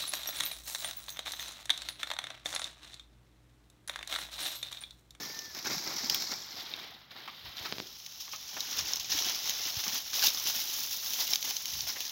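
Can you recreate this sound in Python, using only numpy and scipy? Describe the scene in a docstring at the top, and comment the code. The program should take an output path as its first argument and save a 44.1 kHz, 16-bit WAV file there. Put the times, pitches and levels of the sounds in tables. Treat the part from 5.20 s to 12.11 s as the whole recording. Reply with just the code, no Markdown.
"""Goats on dry cornstalks

Goats feed and walk on a heap of cornstalks in an open field, a few steps from a hand-held phone.
Brittle leaves crinkle in countless tiny fractures, stalks crunch, snap and knock, hooves thud on soil.
A far bird whistles once, puffs of air brush the microphone and a few sharp ticks sound right beside it."""
import sys
import numpy as np
from scipy import signal
from scipy.fft import rfft, irfft
from scipy.io import wavfile
from scipy.ndimage import uniform_filter1d, map_coordinates

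SR = 44100
rng = np.random.default_rng(int(sys.argv[2]) if len(sys.argv) > 2 else 0)


def persist_wave(psi):
    """Save psi, clipped to +-1, as 16-bit WAV."""
    counts = np.round(np.clip(psi, -1, 1) * 32767).astype(np.int16)
    wavfile.write(sys.argv[1], SR, np.atleast_2d(counts).T)


N = 304731
TIME = np.arange(N) / SR


def from_db(db):
    return 10 ** (np.asarray(db) / 20)


def curves(rows):
    """Draws one automation curve for each column after the time."""
    times, *columns = np.transpose(rows)
    return [np.interp(TIME, times, column) for column in columns]


def steady(x, span_s):
    """Rides the local rms to 1; anything faster than the span survives."""
    power = uniform_filter1d(x * x, max(8, int(span_s * SR)))
    return x / np.sqrt(np.abs(power) + 1e-14)


def butter(x, hz, kind, order=5):
    """Butterworth low-, high- or band-pass."""
    return signal.sosfilt(signal.butter(order, hz, kind, fs=SR, output="sos"), x)


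def band(x, low_hz, high_hz):
    """A high-pass into a low-pass."""
    return butter(butter(x, low_hz, "high"), high_hz, "low")


def equalise(x, points, size=8192):
    """Minimum-phase EQ through (Hz, dB) points, so nothing rings ahead of a crack."""
    hz, db = np.transpose(points)
    grid_hz = np.maximum(np.fft.rfftfreq(size, 1 / SR), 1)
    gain = from_db(np.interp(np.log(grid_hz), np.log(hz), db))
    cepstrum = irfft(np.log(gain))
    cepstrum[1:size // 2] *= 2
    cepstrum[size // 2 + 1:] = 0
    impulse = irfft(np.exp(rfft(cepstrum)))[:size // 2]
    return signal.fftconvolve(x, impulse)[:len(x)]


def resonate(x, hz, width_hz):
    """One resonance with unity gain at its peak."""
    r = np.exp(-np.pi * width_hz / SR)
    feedback = [1, -2 * r * np.cos(2 * np.pi * hz / SR), r * r]
    return signal.lfilter(np.array([1, 0, -1]) * (1 - r * r) / 2, feedback, x + 1e-18)


def place(track, start_s, sound, peak_db):
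    """Drops one sound onto a track at a given peak level."""
    start = max(0, round(start_s * SR))
    part = sound[:N - start]
    track[start:start + len(part)] += from_db(peak_db) * part / np.abs(part).max()


def fractures(per_s, spread_db, splinter_s, splinter_share):
    """Random cracks and the splinters trailing them; spread makes a few cracks much larger."""
    sizes = from_db(spread_db * np.minimum(rng.exponential(1, N), 3.3))
    sizes *= rng.random(N) < per_s / SR
    decay = np.exp(-2 / (splinter_s * SR))
    spray_level = np.sqrt(signal.lfilter([1 - decay], [1, -decay], sizes ** 2 + 1e-18))
    return sizes * rng.choice([-1, 1], N), splinter_share * spray_level * rng.standard_normal(N)


def ring_pieces(cracks, low_hz, high_hz, width_hz, count=32):
    """Every crack rings one piece of the heap, each piece at its own pitch."""
    piece = rng.integers(0, count, N)
    pitches = np.linspace(low_hz, high_hz, count)
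    return sum(resonate(cracks * (piece == k), hz, width_hz) for k, hz in enumerate(pitches))


# EQ of the open-air bed. Each row: frequency in Hz, gain in dB.
FIELD_EQ = [(20, -30), (60, 8), (150, 4), (400, -8), (1000, -2.5), (3500, -8), (8000, -43), (16000, -61)]
# Soft bumps of wind. Each row: centre in seconds, level in dB, half width in seconds.
AIR_PUFFS = [(2.263, -55.5, 0.032), (3.627, -54, 0.031), (3.797, -59, 0.017), (3.926, -59, 0.04),
             (6.555, -53, 0.032), (6.65, -54, 0.02)]


def air():
    """The hush of the field, and low puffs on the microphone port."""
    gusts = sum(from_db(db) * np.exp(-.5 * ((TIME - centre) / half) ** 2)
                for centre, db, half in AIR_PUFFS)
    rumble = steady(butter(rng.standard_normal(N), [52, 115], "band", order=2), 0.077)
    hush = steady(equalise(rng.standard_normal(N), FIELD_EQ), 0.29)
    return gusts * rumble + from_db(-64) * hush


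# The line of the far whistle. Each row: time in seconds, pitch in Hz, level in dB.
BIRD_WHISTLE = [(0, 1730, -51), (.05, 1777, -58), (.17, 1797, -54), (.27, 1780, -56), (.315, 1720, -55),
                (.345, 1690, -81), (.37, 1630, -120)]


def bird():
    """One nearly pure whistle that wavers a little and sags at its end."""
    hz, level_db = curves(BIRD_WHISTLE)
    waver, swell = steady(butter(rng.standard_normal((2, N)), 30, "low", order=2), 1)
    phase = 2 * np.pi * np.cumsum(hz * (1 + 0.0022 * waver)) / SR
    return np.sqrt(2) * from_db(level_db + 1.7 * swell) * np.sin(phase)


# Dry, close-up ticks. Each row: start in seconds, peak in dB.
PHONE_TAPS = [(2.5248, -14), (2.5295, -26), (2.5834, -20), (2.6015, -17)]


def ticks(size=1000):
    """Something taps the phone: a sharp pulse and a slow rebound."""
    out = np.zeros(N)
    pulse = -np.exp(-TIME[:size] / 0.0004)
    click = pulse + 6.4 * resonate(pulse, 4500, width_hz=2300)
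    tick = butter(butter(click, 5200, "low", order=4), 113, "high", order=2)
    for start, peak_db in PHONE_TAPS:
        place(out, start, tick, peak_db)
    return out


# Muffled footfalls. Each row: start in seconds, relative peak in dB, pitch in Hz.
HOOF_FALLS = [(.564, -39, 174), (.836, -39, 238), (2.403, -47, 89), (3.946, -43, 296), (4.566, -37.5, 100),
              (4.672, -43.5, 215), (4.727, -47, 245)]


def hooves(size=9000):
    """A hoof presses softly into the litter: a low push that swells and dies."""
    out, t = np.zeros(N), TIME[:size]
    push = t ** 2 * np.exp(-t / 0.0032)
    for start, peak_db, hz in HOOF_FALLS:
        place(out, start, push * np.sin(2 * np.pi * hz * t), peak_db - 0.5)
    return out


# The dull tone of earth. Each row: frequency in Hz, gain in dB.
SOIL_EQ = [(20, -23), (40, -40), (60, -14), (110, -6), (250, -2), (380, -1.5), (600, -11.5), (1500, -48.5)]
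# Fader for the scuffing. Each row: time in seconds, level against the stalks in dB.
SOIL_SCUFF = [(0, -3.5), (1.1, -7.5), (1.5, -9), (2.42, -12), (2.6, 4), (2.85, -13), (3.6, -10.5),
              (5.05, -13), (5.3, -11.5), (6.91, -12)]


def soil(stalks_db):
    """Crumbs of earth grind under the hooves."""
    scuff_db, = curves(SOIL_SCUFF)
    cracks, spray = fractures(per_s=250, spread_db=3.0, splinter_s=0.0077, splinter_share=1.7)
    return from_db(stalks_db + scuff_db) * steady(equalise(cracks + spray, SOIL_EQ), 0.17)


# Thick stalks knocking together. Each row: start in seconds, relative peak in dB, ring in Hz.
STALK_KNOCKS = [(.456, -23, 1590), (1.121, -28, 810), (2.077, -27, 1200), (2.455, -24.5, 1320),
                (3.079, -35.5, 1080), (3.133, -27.5, 1260), (3.367, -27, 730), (4.664, -32, 1180),
                (5.023, -22, 1590)]


def knocks(size=6000, t60_s=0.083):
    """A hollow stalk is struck and rattles briefly in a damped mode, with a crunch above it."""
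    out, t = np.zeros(N), TIME[:size]
    for start, peak_db, hz in STALK_KNOCKS:
        rattle = rng.standard_normal(size) * from_db(2.3 * rng.standard_normal(size) - 60 * t / t60_s)
        mode = resonate(rattle, hz, width_hz=130)
        crunch = resonate(rattle, 1.7 * hz, width_hz=910)
        place(out, start, mode + 0.38 * crunch, peak_db - 3.5)
    return butter(out, 3600, "low", order=2)


# The midrange tone of the crunch. Each row: frequency in Hz, gain in dB.
STALK_EQ = [(250, -20.5), (480, -7), (780, 1.5), (1050, -0.5), (1500, -1), (2300, 3), (3500, 0)]


def stalks(level_db, flurry):
    """Pithy stalks give way in fewer, duller cracks than the leaves."""
    cracks, spray = fractures(per_s=450, spread_db=0.0, splinter_s=0.052, splinter_share=1.0)
    ring = ring_pieces(cracks, low_hz=452, high_hz=2348, width_hz=54)
    near = steady(flurry * (cracks + spray + 8.0 * ring), 0.31)
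    crunch = equalise(near + from_db(-1.5) * rng.standard_normal(N), STALK_EQ)
    mids = butter(butter(crunch, 470, "high", order=3), 2480, "low")
    return from_db(level_db) * steady(mids, 0.051)


# Ground bounce, weaker as the phone tilts up. Each row: time in seconds, share reflected.
GROUND_BOUNCE = [(0, 0.32), (1.25, 0.59), (2.45, 0.41), (2.9, 0.1), (6.91, 0.043)]


def ground_reflection(x, delay_s=0.000235):
    """Direct and reflected sound meet in a comb of peaks and dips."""
    share, = curves(GROUND_BOUNCE)
    return x + share * map_coordinates(x, [(TIME - delay_s) * SR], order=3, mode="nearest")


# The crackle's tone as the phone's microphone colours it, shared by the snaps.
# Each row: frequency in Hz, gain in dB.
MIC_EQ = [(1500, -23), (2400, -4.5), (3100, 0.5), (3850, 0), (4500, -3.5), (5550, 2.5), (6400, 0),
          (7200, -11.5), (8000, -22.5), (8900, -30), (10500, -14.5), (11800, -14.5), (13000, -10),
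          (15700, -6)]
# Balance around the crinkle's core band. Each row: time in seconds, husk trim in dB, fibre trim in dB.
LEAF_BALANCE = [(0, -7, -9.5), (1.15, -10, -14.5), (1.45, 5.5, -8.5), (1.75, 12, -4.5), (2.2, 14, -1.5),
                (2.45, 5, -7), (2.82, -3.5, -8), (3.8, -2, -10), (5.0, -2.5, -6), (5.65, -4, -4),
                (6.91, -4.5, -8)]


def leaves(level_db, flurry):
    """Near fractures over the blur of the far herd; stiff husks speak low, fine fibres high."""
    husk_db, fibre_db = curves(LEAF_BALANCE)
    cracks, spray = fractures(per_s=800, spread_db=4.8, splinter_s=0.004, splinter_share=0.7)
    ring = ring_pieces(cracks, low_hz=2433, high_hz=7005, width_hz=74)
    near = steady(flurry * (cracks + spray + 7.0 * ring), 0.14)
    far = from_db(3.0) * rng.standard_normal(N)
    crinkle = ground_reflection(equalise(near + far, MIC_EQ))
    # the finest fibres also part on their own, too small to ring lower down
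    partings = sum(fractures(per_s=500, spread_db=5.0, splinter_s=0.004, splinter_share=3.0))
    fizz = equalise(steady(partings, 0.05), MIC_EQ)
    husks = from_db(husk_db - 2.17) * steady(band(crinkle, 2310, 4460), 0.071)
    core = from_db(0.93) * steady(band(crinkle, 4730, 8150), 0.12)
    fibres = from_db(fibre_db + 3.63) * steady(band(crinkle + 1.45 * fizz, 6650, 16600), 0.11)
    return from_db(level_db) * (husks + core + fibres)


def small_breaks(leaves_db, per_s=7, candidates=300):
    """Rows for snaps(): lesser breaks at random, as strong as the leaves are being worked."""
    low_hz, high_hz, ring_db, splinter_t60_s = 3310, 6060, 7.5, 0.028
    rows = []
    for when, force, pitch, chance in rng.random((candidates, 4)):
        if chance < per_s * TIME[-1] / candidates:
            level_db = leaves_db[int(when * N)] + 5 + 3.5 * (2 * force - 1)
            hz = low_hz + pitch * (high_hz - low_hz)
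            rows.append((when * TIME[-1], level_db, hz, ring_db, splinter_t60_s))
    return rows


# Single breaks that accent the rustle. Each row: start in seconds, relative level in dB,
# ring in Hz, ring gain in dB, seconds for the splintering to fall 60 dB.
FEATURED_BREAKS = [(0.19, -33, 5270, 14, 0.071), (0.898, -19.5, 4630, 12, 0.048),
                   (0.9458, -20, 3300, -2, 0.065), (1.0226, -28, 5660, 13, .023),
                   (1.5375, -29.5, 3730, 42, 0.023), (1.9145, -54, 4050, 19, .05),
                   (2.0787, -46, 3190, 35, .024), (2.8625, -35.5, 5400, 8, .022),
                   (3.4056, -25, 3800, 8, 0.033), (3.5894, -27.5, 5140, 21, .04),
                   (3.7347, -20.5, 5300, 11, 0.014), (3.7585, -25, 5200, 6, 0.0099),
                   (3.7979, -31, 5950, 7, 0.072), (3.9181, -26, 5760, 26, 0.026),
                   (4.0869, -27.5, 3200, 12, 0.028), (4.2954, -23, 6400, 9, .03),
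                   (5.0266, -20.5, 3790, 4, .033), (5.0693, -21, 5000, 19, 0.071),
                   (5.2712, -25, 3700, 7, 0.046), (5.2904, -31, 5700, 0, 0.021),
                   (5.9346, -24, 5900, 3, 0.13), (6.0766, -28, 3800, 3, 0.06),
                   (6.1346, -17.5, 3134, 13, 0.019), (6.1574, -18, 6200, 10, 0.012),
                   (6.2268, -26, 5930, 11, 0.027), (6.3661, -28, 6240, 19, 0.023),
                   (6.4564, -27, 3940, 6, 0.022), (6.6068, -26, 4340, 16, 0.01),
                   (6.8052, -26.5, 3400, 3, 0.18)]


def snaps(rows, size=3500, crack_t60_s=0.0081, crossover_hz=9000):
    """A break is one sharp crack and a tear through the fibres; both ring the piece that holds them."""
    out, t = np.zeros(N), TIME[:size]
    for start, level_db, hz, ring_db, splinter_t60_s in rows:
        fibres = rng.standard_normal(size) * from_db(0.97 * rng.standard_normal(size))
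        tear = fibres * (from_db(-60 * t / crack_t60_s) + from_db(-10 - 60 * t / splinter_t60_s))
        ring = resonate(tear, hz, width_hz=250) + from_db(-8) * resonate(tear, .73 * hz, width_hz=190)
        body = butter(tear, crossover_hz, "low", order=3) + from_db(ring_db) * ring
        # the more a break rings, the less treble it has
        treble = from_db(5.5 - 0.5 * ring_db) * butter(tear, crossover_hz, "high", order=3)
        snap = equalise(body + treble, MIC_EQ, size=1024)
        # level each snap by its loudest millisecond and a half
        crest = np.abs(snap).max() / np.sqrt(uniform_filter1d(snap ** 2, size=66).max())
        place(out, start, snap, level_db + 2.0 + 20 * np.log10(crest))
    return out


def flurries(per_s, decay_s, strength):
    """One fracture sets off others: a gain that jumps at random and dies back."""
    triggers = (rng.random(N) < per_s / SR) * rng.uniform(0.63, 1, N)
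    return 1 + strength * signal.lfilter([1], [1, -np.exp(-1 / (decay_s * SR))], triggers + 1e-18)


# The herd's unbroken rustle. Each row: time in seconds, leaf fader in dB, stalk fader in dB.
HERD_RUSTLE = [(0, -42, -48), (.31, -49, -60), (.62, -40, -48.5), (1.13, -40.5, -51), (1.23, -46, -55.5),
               (1.63, -54.5, -50), (1.89, -74.5, -67), (1.97, -61.5, -51.5), (2.2, -63.5, -59),
               (2.5, -49.5, -50.5), (2.78, -50.5, -68), (3.27, -46, -59.5), (3.55, -38, -48.5),
               (3.85, -43.5, -56), (4.05, -37, -49.5), (4.88, -43, -56.5), (5.15, -37, -49.5),
               (5.8, -40.5, -56.5), (6.91, -41, -55)]
# A hoof or a muzzle bears down on the litter.
# Each row: start in seconds, length in seconds, leaf fader in dB, stalk fader in dB.
LITTER_CRUSHES = [(0.0, 0.18, -64, -70), (0.345, 0.045, -45.5, -49), (0.441, 0.036, -38.5, -42),
                  (0.494, 0.053, -35.5, -41.5), (0.66, 0.075, -46, -46), (0.759, 0.095, -40, -49.5),
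                  (0.893, 0.074, -35.5, -46), (1.001, 0.04, -38.5, -51), (1.102, 0.027, -39, -46),
                  (1.362, 0.046, -46.5, -52), (1.903, 0.013, -61, -53.5), (2.248, 0.037, -58, -53.5),
                  (2.363, 0.086, -50.5, -53), (2.444, 0.023, -47, -48), (2.997, 0.017, -40.5, -61),
                  (3.11, 0.03, -43, -63), (3.324, 0.087, -49, -55), (3.562, 0.031, -35, -45),
                  (3.672, 0.064, -38, -49), (3.794, 0.011, -35, -56), (3.892, 0.12, -33.5, -45.5),
                  (4.041, 0.065, -34.5, -43.5), (4.249, 0.069, -37, -49), (4.349, 0.09, -41, -52),
                  (4.444, 0.047, -36, -47.5), (4.55, 0.059, -37, -50), (4.633, 0.069, -37, -46.5),
                  (4.718, 0.056, -34.5, -46.5), (4.926, 0.104, -34, -46.5), (5.029, 0.041, -25, -39.5),
                  (5.252, 0.05, -32.5, -47), (5.336, 0.088, -36.5, -50.5), (5.485, .17, -39.5, -55.5),
                  (5.711, 0.035, -35.5, -54), (5.823, 0.28, -39, -53.5), (5.98, 0.041, -33, -45.5),
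                  (6.101, 0.043, -34, -48), (6.239, 0.071, -36, -47.5), (6.337, 0.037, -44, -66),
                  (6.464, 0.17, -42, -61), (6.664, 0.038, -37, -47), (6.751, 0.021, -55.5, -46)]


def crushing_db(attack_s=0.0075, release_s=0.022):
    """Faders for leaves and stalks: each crush sets in, holds and settles into the herd's rustle."""
    power = from_db(curves(HERD_RUSTLE)) ** 2
    for start, length, leaves_db, stalks_db in LITTER_CRUSHES:
        t = TIME - start
        pressure = np.clip(t / attack_s, 0, 1) * np.exp(-np.clip(t - length, 0, 1) / release_s)
        power += np.outer(from_db([leaves_db, stalks_db]), pressure) ** 2
    return 10 * np.log10(power)


def scene():
    """Leaves, stalks and soil give way under the same crushes; the open field adds no echo."""
    leaves_db, stalks_db = crushing_db()
    flurry = flurries(per_s=53, decay_s=0.017, strength=1.13)
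    heap = leaves(leaves_db, flurry) + stalks(stalks_db, flurry) + knocks() + snaps(FEATURED_BREAKS)
    around = soil(stalks_db) + hooves() + ticks() + bird() + air()
    return (heap + around + snaps(small_breaks(leaves_db)))[None]


def record(dry, low_hz=42, high_hz=15850):
    """The deepest bass and the very top are cut steeply."""
    top_cut = signal.ellip(12, .1, 70, high_hz, fs=SR, output="sos")
    return signal.sosfilt(top_cut, butter(dry, low_hz, "high", order=4))


dry = scene()
out = record(dry)
persist_wave(out)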